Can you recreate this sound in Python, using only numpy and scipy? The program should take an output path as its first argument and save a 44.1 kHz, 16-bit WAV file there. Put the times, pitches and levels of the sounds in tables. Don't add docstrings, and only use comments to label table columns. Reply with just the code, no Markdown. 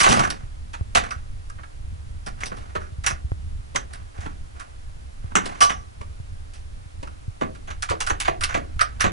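import sys
import numpy as np
from scipy import signal
from scipy.fft import rfft, irfft, next_fast_len
from scipy.io import wavfile
from scipy.ndimage import uniform_filter1d, map_coordinates

SR = 44100
rng = np.random.default_rng(int(sys.argv[2]) if len(sys.argv) > 2 else 0)


def digitize_waveform(pressure):
    field = np.atleast_2d(pressure).T
    bounded = np.clip(field, -1, 1)
    quanta = np.round(bounded * 32767).astype(np.int16)
    wavfile.write(sys.argv[1], SR, quanta)


N = 402191

# start in seconds, level in dB, share reaching the wood in dB,
# bright lever tick in dB, rattle length in seconds.
CONTACTS = [(0.0, -12.5, -10, -2, 0.026), (.03, -14, -3.5, -4, 0.042), (.058, -12, 2.5, -15.5, 0.026),
            (.087, -27.5, 14, 8.5, 0.026), (.117, -13.5, 1.5, -5, 0.027), (.164, -25, 10.5, -5, 0.026),
            (.192, -14, 8, -7, 0.015), (.242, -17, -6, -12, 0.011), (.301, -24.5, 2, 1.5, 0.011),
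            (.732, -28, 0.5, -11, 0.017), (.949, -11, 1.5, -5.5, 0.028), (1.035, -26.5, -1, -12, 0.016),
            (1.106, -28, -1.5, -6.5, 0.019), (1.498, -33.5, -10, -6, 0.0068), (1.583, -36, 3, -34, 0.016),
            (1.63, -35, -1, -24, 0.011), (2.262, -32, 6.5, -3, 0.021), (2.404, -32, -2.5, -7, 0.024),
            (2.434, -30, 3, -3, 0.013), (2.457, -39.5, 9.5, 9, 0.019), (2.515, -30, 9, -32, 0.013),
            (2.566, -41, 6, -2.5, 0.021), (2.751, -20, 3.5, -27, 0.015), (2.803, -42.5, -7, -9, 0.05),
            (3.037, -26.5, -5, -9, 0.03), (3.063, -13.5, -7, -2, 0.016), (3.101, -25, 2.5, -6, 0.017),
            (3.746, -28, 7.5, -11, 0.019), (3.758, -12, -1.5, -4.5, 0.0092), (3.931, -37, 0.5, -2.5, 0.018),
            (4.205, -40.5, 2, -5, 0.047), (4.257, -25.5, 4, -38, 0.012), (4.596, -33, -8, -9, .022),
            (5.314, -44, 9, -25, .015), (5.353, -11.5, 3.5, -7, 0.021), (5.456, -27.5, 7.5, -2, 0.014),
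            (5.605, -12.5, -4, -6, 0.017), (5.62, -17, -1.5, -1, 0.026), (5.693, -20.5, 0.5, -14, 0.022),
            (6.008, -36, 8.5, -32, 0.013), (6.534, -50, 3, 2.5, 0.042), (7.027, -37.5, 11, -5.5, .015),
            (7.071, -36.5, 1, -9, .013), (7.41, -25, 10, -14, 0.02), (7.549, -38, -5, -10, 0.013),
            (7.673, -35, 2.5, -11, .029), (7.702, -29, -4, -10, 0.017), (7.822, -21, -6.5, -5, 0.017),
            (7.885, -25, -8, -31, 0.022), (7.897, -21, -10, -7, 0.016), (7.906, -25, 9.5, -15, 0.019),
            (8.003, -19.5, -6, -2.5, 0.018), (8.064, -22.5, -8, -3.5, .022), (8.097, -16.5, 5, -9.5, .014),
            (8.2, -23.5, -6, 0, 0.021), (8.248, -22.5, -6, -14.5, 0.024), (8.276, -17, 6, -12.5, 0.015),
            (8.408, -25, -8, -4.5, 0.033), (8.435, -17, -6, 2.5, 0.012), (8.487, -27.5, -1.5, -12, 0.05),
            (8.541, -19, 4.5, -12.5, 0.02), (8.57, -29, 11, -9.5, 0.014), (8.792, -17.5, -16, -17.5, 0.022),
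            (8.809, -13.5, -3, -5.5, .014), (8.996, -27, -2, -22, 0.022), (9.005, -13.5, -8.5, -5, 0.018),
            (9.039, -17.5, 7.5, -11.5, .026)]
# start in seconds, level in dB, pitch in Hz.
SNAPS = [(0.074, -13, 1430), (0.113, -9.5, 2900), (0.198, -29, 1310), (1.112, -25, 2590),
         (2.435, -13, 2130), (3.76, -15.5, 2080), (3.071, -16, 2280), (5.354, -9.5, 1350),
         (5.608, -15, 2560), (5.623, -9, 3000), (7.918, -23, 1210), (8.005, -28, 3470), (8.201, -29, 4000),
         (8.285, -20, 1200), (8.436, -18, 2070), (8.545, -15.5, 2470), (9.04, -19, 1500)]
# start in seconds, length held in seconds, level in dB.
SLIDES = [(0.0, 0.22, -29.5), (.98, 0.11, -44.5), (2.378, 0.31, -53), (3.905, 0.046, -53),
          (4.15, 0.086, -49.5), (4.555, 0.049, -50.5), (5.226, 0.14, -57.5), (5.42, 0.148, -42.5),
          (7.9, 1.2, -59.5)]
# start in seconds, level in dB.
LEVER_RINGS = [(.001, -24), (.145, -37), (5.607, -16.5), (5.622, -22), (5.694, -34)]
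# frequency in Hz, level in dB, time to fall 60 dB in seconds.
FREE_LEVER_MODES = [(690, -11, .22), (1152, -5, .3), (1680, -8, .11), (2150, -9, .15), (2977, -6, .22),
                    (3400, -11, .2), (4900, -11, .2), (5300, -11, .25), (5550, -11, .28), (5900, -11, .3),
                    (6400, -12, .28), (7709, -13, .15), (8936, -11, .18)]

# frequency in Hz, width in Hz, level in dB.
LEVER_MODES = [(2660, 700, 1), (5010, 2100, 5), (5990, 860, 8), (7880, 2420, 2.5), (10130, 8700, -2.5)]
LOCK_MODES = [(1123, 280, 4.5), (1420, 483, 9.5), (2113, 1045, 3.5)]
STILE_MODES = [(478, 245, -6), (730, 136, 9), (822, 324, 2), (1156, 120, 4)]
LEAF_MODES = [(110, 61, 3), (200, 167, 4.5), (356, 384, -3.5)]
# frequency in Hz, time to fall 60 dB in seconds.
ROOM_DECAY = [(150, 0.58), (1000, 0.21), (3000, 0.2), (9000, 0.12)]

# start in seconds, level in dB, sharp edge in dB against the thump.
THUMPS = [(.093, -20, -18), (.435, -25.5, -12), (.811, -17.5, -6), (1.163, -26.5, -31), (2.923, -27.5, -15),
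          (2.984, -23.5, -30), (3.125, -22.5, -27), (3.245, -18.5, -26), (3.319, -18.5, 2),
          (4.189, -22.5, -4.5), (5.244, -22.5, -9), (6.006, -27, -18), (6.201, -25, -9), (6.859, -31, -33),
          (7.28, -20.5, -30), (7.902, -22, -26), (8.12, -23.5, -7), (8.763, -24.5, -25), (9.041, -22, -17)]
# time in seconds, level in dB.
GRIP_LEVEL = [(0.0, -40), (.33, -33.5), (.48, -37.5), (2.2, -36), (3.43, -33), (3.94, -38), (6.8, -38),
              (7.42, -38), (8.3, -37), (9.12, -32.5)]
# frequency in Hz, relative density in dB per Hz.
RUMBLE_SPECTRUM = [(8.8, -9), (15, 3), (43, -7), (76, -2.5), (118, -14), (147, -25), (260, -32), (340, -72),
                   (570, -120)]
HISS_SPECTRUM = [(150, -33), (250, -3.5), (293, -2.5), (552, -6.5), (769, -7), (873, -8.5), (1380, -7.5),
                 (8670, -15), (11000, -15), (14300, -37), (22000, -120)]
# frequency in Hz, level against the sum in dB, likeness from 0 to 1, phase in radians.
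DOOR_IMAGE = [(80, -5, .6, -1.6), (150, -1.2, .8, -1.6), (300, 4, .9, -1.6), (600, 8.5, .87, -1.75),
              (900, 11.5, .75, -2.2), (1200, 12, .8, -2.9), (1450, 5.5, .86, -3.5), (1900, -2.5, .72, -3.5),
              (2600, -4.5, .36, -2.6), (5000, -6.4, .47, -2.1), (10500, -8.4, .4, -2.1)]
GRIP_IMAGE = [(40, -12.5, 0.93, 2.1), (80, -4.5, 0.93, 1.82), (150, 1.5, 1, 1.73), (600, 9, .9, 1.5),
              (2000, 15, .9, 1.7)]
HISS_IMAGE = [(300, 7.5, 0.54, -1.7), (700, 11.5, .4, -1.5), (1100, 10, .35, -2.5), (1500, 6, 0.42, -3),
              (2600, 2, .15, -2), (5000, -1.3, .15, -2.5), (10500, -6, .22, -2)]

CASE_DB = 2.5
LEAF_DB, LEAF_GROWS = -0.5, 1.93
SLIDE_FADE_DB_PER_S = 132
THUMP_HZ, THUMP_SPREAD = 81, 0.07
HISS_DB = -58
TOP_HZ = 11050
FFT_SIZE = 2 ** 15


def lock(room_db, grit_db, fall, rise_s):
    out = np.zeros((2, N + FFT_SIZE))
    t = np.arange(SR // 5) / SR
    hz = np.fft.rfftfreq(FFT_SIZE, 1 / SR)
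    tails = room_tails(count=8)
    rises = 1 - np.exp(-t / np.reshape(rise_s, (2, 1, 1)))
    for k, (start, db, wood_db, tick_db, length) in enumerate(CONTACTS):
        shape = np.exp(-(t / max(length, .001)) ** fall)
        grit = shape * amp(grit_db * wobble(517, count=len(t)))
        grit *= np.linalg.norm(shape) / np.linalg.norm(grit)
        burst = amp(db) * rises * grit * rng.standard_normal((2, len(t)))
        paths = door_paths(hz, wood_db, tick_db, scatter_db=1.5)
        direct = np.sum(rfft(burst, FFT_SIZE) * paths[:, None], axis=0)
        in_room = direct * (1 + amp(room_db) * tails[k % len(tails)])
        out[:, round(start * SR):][:, :FFT_SIZE] += irfft(in_room, FFT_SIZE)
    return out[:, :N]


def snaps(cycles):
    out = np.zeros((2, N + SR))
    t = np.arange(SR // 50) / SR
    for start, db, hz in SNAPS:
        swing = np.sin(2 * np.pi * hz * t) * np.exp(-t * hz / cycles)
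        out[:, round(start * SR):][:, :len(t)] += amp(db) * swing
    return out[:, :N]


def scrape(grit_db):
    t = np.arange(N) / SR
    level = np.zeros(N)
    for start, length, db in SLIDES:
        fade_db = SLIDE_FADE_DB_PER_S * np.maximum(t - start - length, 0)
        level += (t >= start) * amp(db - fade_db)
    grains = unit(amp(grit_db * wobble(120, count=N)) * rng.standard_normal((2, N)))

    def parts(hz):
        return door_paths(hz, wood_db=5.0, tick_db=-8.0, scatter_db=0).sum(axis=0)
    return uniform_filter1d(level, 900) * unit(filtered(grains, parts))


def lever():
    out = np.zeros((2, N + SR))
    t = np.arange(SR // 2) / SR
    for start, db in LEVER_RINGS:
        for hz, mode_db, t60 in FREE_LEVER_MODES:
            phase = 2 * np.pi * (hz * t + rng.random((2, 1)))
            phase = phase + (.7 + hz / 2500) * wobble(60, count=len(t))
            decay = amp(db + mode_db + rng.normal(0, 1.5) - 60 * t / t60)
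            ring = decay * np.sin(phase)
            out[:, round(start * SR):][:, :len(t)] += ring * (1 - np.exp(-t / 0.0051))
    return out[:, :N]


def door_paths(hz, wood_db, tick_db, scatter_db):
    body = amp(CASE_DB) * modes(LOCK_MODES, hz, scatter_db)
    body += amp(wood_db) * modes(STILE_MODES, hz, scatter_db)
    body += amp(LEAF_DB + LEAF_GROWS * wood_db) * modes(LEAF_MODES, hz, scatter_db)
    return np.array([amp(tick_db) * modes(LEVER_MODES, hz, scatter_db), body])


def modes(table, hz, scatter_db):
    chance = rng.standard_normal(len(table))
    total = 0
    for k, (centre, width, db) in enumerate(table):
        strength = (-1) ** k * amp(db + scatter_db * chance[k])
        damping = 1j * hz * width
        total = total + strength * damping / (centre * centre - hz * hz + damping)
    return total


def room_tails(count):
    hz, t, bins = signal.stft(rng.standard_normal((count, 2, SR // 2)), SR, nperseg=256)
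    decay = amp(-60 * t / along(ROOM_DECAY, hz)[0][:, None])
    tail = signal.istft(bins * decay, SR, nperseg=256)[1]
    tail /= np.linalg.norm(tail, axis=-1, keepdims=True)
    return rfft(np.pad(tail, [(0, 0), (0, 0), (220, 0)]), FFT_SIZE)


def grip():
    times, db = np.transpose(GRIP_LEVEL)
    level = amp(np.interp(np.arange(N) / SR, times, db) + 2.5 * wobble(14, count=N))
    noise = filtered(rng.standard_normal((2, N)), lambda hz: amp(along(RUMBLE_SPECTRUM, hz)[0]))
    out = np.pad(level * unit(noise), [(0, 0), (0, SR)])
    t = np.arange(SR // 8) / SR
    for start, db, edge_db in THUMPS:
        turns = t * THUMP_HZ * (1 + THUMP_SPREAD * rng.standard_normal())
        swing = np.sin(2 * np.pi * turns) * 6.7 * turns * np.exp(-2.38 * turns)
        edge = amp(edge_db) * np.exp(-t / 0.0037) * (1 - np.exp(-t / 0.00023)) ** 2
        out[0, round(start * SR):][:len(t)] += amp(db) * (swing + edge)
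    return ports(out[:, :N], GRIP_IMAGE)


def hiss():
    noise = filtered(rng.standard_normal((2, N)), lambda hz: amp(along(HISS_SPECTRUM, hz)[0]))
    return ports(amp(HISS_DB) * unit(noise), HISS_IMAGE)


def ports(pair, image):
    def mix(hz):
        db, like, phase = along(image, hz)
        like = np.clip(like, 0, 1)
        return amp(db) * np.array([like * np.exp(1j * phase), np.sqrt(1 - like ** 2)])
    side = filtered(pair, mix).sum(axis=0)
    return np.array([pair[0] + side, pair[0] - side])


def amp(db):
    return 10 ** (np.asarray(db) / 20)


def unit(x):
    return x / np.sqrt(np.mean(x ** 2) + 1e-20)


def along(points, hz):
    f, *columns = np.transpose(points)
    return [np.interp(np.log(hz + 1), np.log(f + 1), column) for column in columns]


def wobble(rate, count):
    knots = rng.standard_normal(int(count * rate / SR) + 4)
    return map_coordinates(knots, [np.arange(count) * rate / SR])


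def filtered(x, response):
    size = next_fast_len(N + SR // 2)
    spectrum = rfft(x, size) * response(np.fft.rfftfreq(size, 1 / SR))
    return irfft(spectrum, size)[..., :N]


def scene():
    door = lock(room_db=-9.0, grit_db=2.5, fall=1.36, rise_s=[.0007, .005])
    door += snaps(cycles=3.6) + scrape(grit_db=3.0) + lever()
    return ports(door, DOOR_IMAGE) + grip() + hiss()


def record(dry):
    soft = dry / (1 + np.abs(dry) ** 6) ** (1 / 6)
    return filtered(soft, lambda hz: 1 / (1 + (hz / TOP_HZ) ** 300))


dry = scene()
out = record(dry)
digitize_waveform(out)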